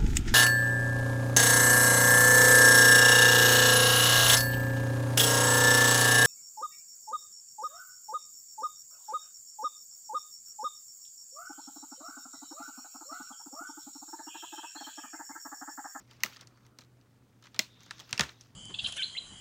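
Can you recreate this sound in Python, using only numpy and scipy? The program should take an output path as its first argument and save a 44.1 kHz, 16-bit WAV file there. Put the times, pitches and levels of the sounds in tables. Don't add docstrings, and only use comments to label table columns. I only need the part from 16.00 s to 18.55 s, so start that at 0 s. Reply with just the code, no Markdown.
import sys
import numpy as np
from scipy import signal
from scipy.fft import rfft, irfft, next_fast_len
from scipy.io import wavfile
from scipy.ndimage import uniform_filter1d, map_coordinates

SR = 44100
rng = np.random.default_rng(int(sys.argv[2]) if len(sys.argv) > 2 else 0)


def output_pcm(signal):
    pcm = np.clip(np.atleast_2d(signal).T, -1, 1) * 32767
    wavfile.write(sys.argv[1], SR, np.round(pcm).astype(np.int16))


N = 112454

# (time [s], level [dB],
# 0.2-0.9 kHz [dB over level], 0.9-2 kHz [dB over level], 2-4 kHz [dB over level],
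# 11-16 kHz [dB over level], base t60 [s], ring pitch [Hz], ring [dB over level])
SNIPS = [(0.2347, -12, -26.5, -3.5, -1.5, 4.5, 0.0095, 1939, -5.5),
         (1.5921, -9, -18, -11, -2.5, -5.5, 0.013, 5520, 3)]
CRACKS = [(0.0766, -58, -17, 0, 1.5, -14, 0.012, 2100, -4),
          (0.1109, -45, -8, 0.5, -4, -9, 0.022, 3080, -3.5),
          (0.1328, -52, -20.5, -10, -4.5, 1, 0.014, 2100, -5),
          (0.2047, -46.5, -14.5, -13, 4.5, -11, 0.018, 2050, -8),
          (0.2463, -29, -1, 4, -4.5, -10, 0.013, 1970, -12),
          (0.2516, -32.5, 1, -14, -7, -14, 0.006, 4230, -3),
          (0.26, -27.5, -17, 4, -1.5, -14, 0.013, 2080, -5.5),
          (0.332, -48, -25, -10, 3, -4, 0.026, 3640, -3),
          (0.3618, -44, -22, 0, 3.5, -14, 0.019, 1840, -1.5),
          (0.368, -42.5, -18, -0.5, -5, -21, 0.018, 4900, 8), (0.3923, -56, -14, 9, 8, -14, 0.023, 2060, 2),
          (0.41, -37.5, -10.5, -11, -6, -12, 0.028, 3680, -6),
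          (0.4721, -39.5, -13, -15, -13, -30, 0.019, 5550, -23),
          (0.5737, -56.5, -10, 7, -5, -26, 0.015, 1710, -10),
          (0.6654, -45, -12.5, -2.5, -4.5, -4, 0.006, 1965, -12.5),
          (0.787, -35, -5.5, -6, -5.5, -7.5, 0.019, 4060, -2),
          (0.8083, -48.5, -14.5, -11, -2, -2, 0.0098, 4180, 5),
          (0.8124, -48, -21, 1, -1, -18, 0.018, 3970, -4), (0.8193, -50, -24, 5, -1, -5, 0.016, 4040, 2),
          (0.8371, -56, -18, -15, -9, -3, 0.013, 4000, 6),
          (0.8476, -57.5, -14, -5, -7, -12, 0.011, 4090, 3),
          (1.0123, -58, -17, -5, 0, -13.5, 0.014, 4830, 1.5),
          (1.4247, -48.5, -26, 0.5, 1, -10, 0.022, 5840, -5.5),
          (1.4397, -50.5, -2, 0, 4.5, -6, 0.031, 3630, -1.5),
          (1.4476, -53, -9, 6, -3, -14, 0.018, 4690, -4),
          (1.4551, -49, -13.5, 3.5, 0.5, -15, 0.028, 1710, -7),
          (1.4595, -51, -22, -3, 1, -9, 0.021, 1680, -4),
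          (1.4691, -46.5, -22, 4, 3.5, -14, 0.019, 2020, -4),
          (1.5449, -42, -4.5, 2, 0.5, -10, 0.032, 3530, 0.5), (1.562, -40, -3, -4, 2, -14, 0.021, 5260, -5),
          (1.8054, -48.5, -7, -28, -11, -16, 0.025, 6110, -17),
          (1.833, -43, -18, -19, -5, -6, 0.014, 2060, -11),
          (1.8616, -43.5, -1.5, -18, -22, -14, 0.016, 3310, -6),
          (1.909, -25.5, -19.5, 1, -2, -30, 0.012, 1750, -5.5),
          (1.9819, -45.5, -18.5, 0, -1, -14, 0.02, 3650, -8),
          (1.9936, -42, -3.5, -1, -15, -14, 0.027, 3300, 1),
          (1.9996, -34.5, -11, -8, -8, -10, 0.017, 3390, -2.5),
          (2.0045, -40, -7, -4, -3.5, -3, 0.022, 3140, 0), (2.093, -43, -12, -1.5, -3, -5, 0.016, 2780, -3),
          (2.1094, -35.5, -9, -15, -16, -3, 0.016, 3490, -12.5),
          (2.1285, -14.5, -11.5, -1.5, 0, -24, 0.0099, 2710, -10),
          (2.178, -25.5, -14, -1.5, 0, -12, 0.014, 2740, -1),
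          (2.1949, -10.5, -8, 0, 0, -30, 0.014, 1800, -5),
          (2.2083, -10, -10.5, -1, -0.5, -15, 0.013, 1760, -10.5),
          (2.234, -31.5, -1.5, 0, 1, -9, 0.029, 1770, 3), (2.2923, -38, -26, 2.5, 2.5, -26, 0.015, 4110, 7),
          (2.41, -40.5, -25.5, -27, -15, -20.5, 0.043, 6100, 4.5)]
# (centre [Hz], width [Hz], lift [dB])
NIPPER_BODY = [(2050, 610, 11), (2700, 220, 6.5), (3430, 300, 3), (4200, 165, 6.5), (6360, 1100, 10),
               (14000, 320, -1.5), (14980, 500, 4.5)]
TRAY_BODY = [(1300, 150, 6), (1760, 150, 4), (2885, 400, -0.5), (3960, 140, 1.5), (5490, 1100, 3.5),
             (7750, 130, -7.5)]

# (low edge [Hz], high edge [Hz])
CLICK_BANDS_HZ = [(180, 900), (900, 2000), (2000, 4000), (11000, 15900), (4000, 10500)]
BAND_LIFE = [4.04, 1.86, 1.83, 0.98, 0.79]
BAND_RISE_S = [0.0016, 0.0013, 0.00067, 0.00016, .0002]
SNAP_DB = 10.5
RING_CYCLES, RING_RISE_S = 31.3, 0.00033
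RATTLE_DB, RATTLE_LIFE = -25, 7
ROOM_DB, ROOM_RISE_S = -28.5, 0.0027
ROOM_T60_S = [0.27, 0.3, 0.26, 0.22, 0.23]

# (time [s], level [dB], pitch [Hz], t60 [s])
THUMPS = [(0.238, -51, 210.4, 0.12), (0.787, -52, 238, 0.057), (1.592, -33.5, 212.5, 0.045),
          (1.594, -36, 625, 0.056), (2.129, -35.5, 113, 0.058), (2.132, -45.5, 230, 0.058),
          (2.2, -40.5, 327.3, 0.056), (1.594, -44, 316.7, 0.069), (2.196, -23, 201, 0.04),
          (2.198, -33.5, 142.2, 0.14), (2.21, -35, 70.2, 0.16), (2.194, -29, 551, 0.044)]
THUMP_RISE_S = 0.003

# (time [s], level before the tilt [dB], brightness [dB per octave])
RUSTLE = [(0, -61, -4), (.04, -75.5, -0.5), (.075, -77, -2), (.1, -63.5, -1), (.17, -65, 0), (.19, -71, -4),
          (.22, -60, 0), (.3, -61.5, -0.5), (.35, -57.5, 2), (.385, -65.5, -1), (0.431, -60.5, -1.5),
          (.455, -75, -5.5), (.6, -77.5, 0), (.66, -70, -1.5), (.75, -85.5, -4), (0.799, -73, -5),
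          (.87, -80, -4.5), (1.38, -78.5, -2.5), (1.42, -75, 0.5), (1.5, -75.5, 1), (1.56, -69.5, 0),
          (1.7, -72, 0), (1.78, -68, -2), (1.81, -64, 0.5), (1.9, -62, -0.5), (1.96, -62.5, 1),
          (2.02, -59, -1.5), (2.06, -65, 2), (2.15, -57, -1), (2.22, -50, -0.5), (2.321, -60, 1),
          (2.36, -71.5, 1.5), (2.44, -66.5, 1.5), (2.48, -72.5, 1.5), (2.55, -76, -4)]
# (frequency [Hz], relative density [dB per Hz])
RUB_TONE = [(240, -4.5), (500, -11.5), (1300, -2), (3000, -7), (6000, -6.5), (8800, -21.5), (11000, -14),
            (16000, -19)]
PIVOT_HZ, PATCHY_DB = 3000, 3
GRAIN_DB, GRAIN_RATE = 2, 240

# (start [s], end [s], centre [Hz], width [Hz], level [dB])
SCRAPES = [(0.46, 0.775, 1283, 402, -76.5), (0.505, 0.614, 4530, 503, -83.5),
           (1.603, 1.648, 4200, 500, -52.5), (1.684, 1.972, 3650, 598, -69), (1.94, 2.114, 3620, 820, -70),
           (2.295, 2.397, 3650, 700, -70)]
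SCRAPE_FADE_S, SCRAPE_WAVER_DB = 0.04, 2

# (frequency [Hz], relative density [dB per Hz])
AIR_TONE = [(25, -5), (60, -9), (100, -8.5), (160, -16), (250, -13.5), (450, -22.5), (750, -28.5),
            (2000, -37.5), (6000, -41.5), (10000, -28.5), (16500, -40)]
AIR_DB, HUM_DB = -63.5, -63
HUM_HZ, HUM_DRIFT_HZ, HUM_WAVER_DB = 120, 1.5, 1.5

# (frequency [Hz], gain [dB])
MIC_TONE = [(30, -19.5), (70, -3), (150, 2.5), (6500, 0.5), (8500, -8.5), (10500, -16.5), (13000, -9),
            (16000, -5)]
TOP_HZ = 16150


def snips():
    return clicks(SNIPS, NIPPER_BODY)


def tray_cracks():
    return clicks(CRACKS, TRAY_BODY)


def clicks(rows, body):
    t = np.arange(SR // 4) / SR
    band_count = len(CLICK_BANDS_HZ)
    bands = np.zeros((2, band_count, N + len(t)))
    rings = np.zeros(N + len(t))
    rise = 1 - np.exp(-t / np.array(BAND_RISE_S)[:, None])
    room = amp(ROOM_DB - 60 * t / np.array(ROOM_T60_S)[:, None])
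    room *= 1 - np.exp(-t / ROOM_RISE_S)
    ring_rise = 1 - np.exp(-t / RING_RISE_S)

    for start, db, *band_db, t60, hz, ring_db in rows:
        life = t60 * np.array(BAND_LIFE)[:, None]
        grit = rng.standard_normal((2, band_count, len(t)))
        grit[0] = np.sign(grit[0]) * np.sqrt(np.abs(grit[0]))
        grit *= rise
        grit[0, 2:, 1] = amp(SNAP_DB)

        burst_decay = amp(-60 * t / life)
        rattle_decay = amp(RATTLE_DB - 60 * t / (RATTLE_LIFE * life))
        shape = np.array([burst_decay, rattle_decay + room])
        band_gain = amp(db + np.r_[band_db, 0])[:, None]
        first = round(start * SR)
        at = slice(first, first + len(t))
        bands[..., at] += band_gain * shape * grit

        ring_decay = amp(db + ring_db - 60 * t * hz / RING_CYCLES)
        rings[at] += ring_decay * ring_rise * np.sin(2 * np.pi * hz * t)

    mix = np.zeros((2, N))
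    for k, edges in enumerate(CLICK_BANDS_HZ):
        bandpass = signal.butter(3, edges, "bandpass", fs=SR, output="sos")
        mix += signal.sosfilt(bandpass, bands[:, k, :N])
    burst, tail = mix

    def body_db(hz):
        return sum(lift / (1 + (2 * (hz - centre) / width) ** 2) for centre, width, lift in body)

    return causal(burst, body_db) + rings[:N] + tail


def thumps():
    t = np.arange(N) / SR
    out = np.zeros(N)
    for start, db, hz, t60 in THUMPS:
        age = np.maximum(t - start, 0)
        decay = amp(db - 60 * age / t60)
        rise = 1 - np.exp(-age / THUMP_RISE_S)
        out += decay * rise * np.sin(2 * np.pi * hz * age)
    return out


def rustle():
    times, level_db, tilt_db = np.transpose(RUSTLE)
    grit = rng.standard_normal(N) * amp(GRAIN_DB * wobble(GRAIN_RATE))
    rubbing = unit(filtered(grit, lambda f: amp(along(RUB_TONE, f))))
    hz, t, spectrum = signal.stft(rubbing, SR, nperseg=256)
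    octaves = np.log2((hz[:, None] + 300) / PIVOT_HZ)
    tilt = np.interp(t, times, tilt_db) * octaves
    patches = uniform_filter1d(rng.standard_normal(spectrum.shape), size=6, axis=0)
    patches = uniform_filter1d(patches, size=4, axis=1)
    coloured = spectrum * amp(tilt + PATCHY_DB * unit(patches))
    noise = signal.istft(coloured, SR, nperseg=256)[1][:N]
    return noise * amp(np.interp(np.arange(N) / SR, times, level_db))


def scrapes():
    t = np.arange(N) / SR
    out = np.zeros(N)
    for start, end, hz, width, db in SCRAPES:
        noise = rng.standard_normal(N)
        band = unit(filtered(noise, lambda f: 1 / (1 + (2 * (f - hz) / width) ** 2)))
        gate = np.clip(np.minimum(t - start, end - t) / SCRAPE_FADE_S + 0.5, 0, 1)
        out += amp(db + SCRAPE_WAVER_DB * wobble(29.95)) * gate * band
    return out


def room_air():
    noise = rng.standard_normal(N)
    return amp(AIR_DB) * unit(filtered(noise, lambda f: amp(along(AIR_TONE, f))))


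def mains_hum():
    hz = HUM_HZ + HUM_DRIFT_HZ * wobble(8)
    tone = np.sin(2 * np.pi * np.cumsum(hz) / SR)
    return amp(HUM_DB + HUM_WAVER_DB * wobble(13)) * tone


def amp(db):
    return 10 ** (np.asarray(db) / 20)


def unit(x):
    return x / np.sqrt(np.mean(x ** 2) + 1e-20)


def along(points, hz):
    f, value = np.transpose(points)
    return np.interp(np.log(hz + 1), np.log(f + 1), value)


def wobble(rate):
    return map_coordinates(rng.standard_normal(2000), [np.arange(N) * rate / SR], mode="wrap")


def filtered(x, response):
    m = next_fast_len(N + SR // 2)
    return irfft(rfft(x, m) * response(np.fft.rfftfreq(m, 1 / SR)), m)[..., :N]


def causal(x, gain_db):
    def response(hz):
        cepstrum = irfft(gain_db(hz) * np.log(10) / 20)
        half = len(cepstrum) // 2
        folded = np.r_[cepstrum[0], 2 * cepstrum[1:half], np.zeros(len(cepstrum) - half)]
        return np.exp(rfft(folded))
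    return filtered(x, response)


def scene():
    handling = snips() + tray_cracks() + thumps() + rustle() + scrapes()
    return (handling + room_air() + mains_hum())[None]


def record(dry):
    toned = causal(dry, lambda hz: along(MIC_TONE, hz))
    return filtered(toned, lambda hz: 1 / (1 + (hz / TOP_HZ) ** 120))


dry = scene()
out = record(dry)
output_pcm(out)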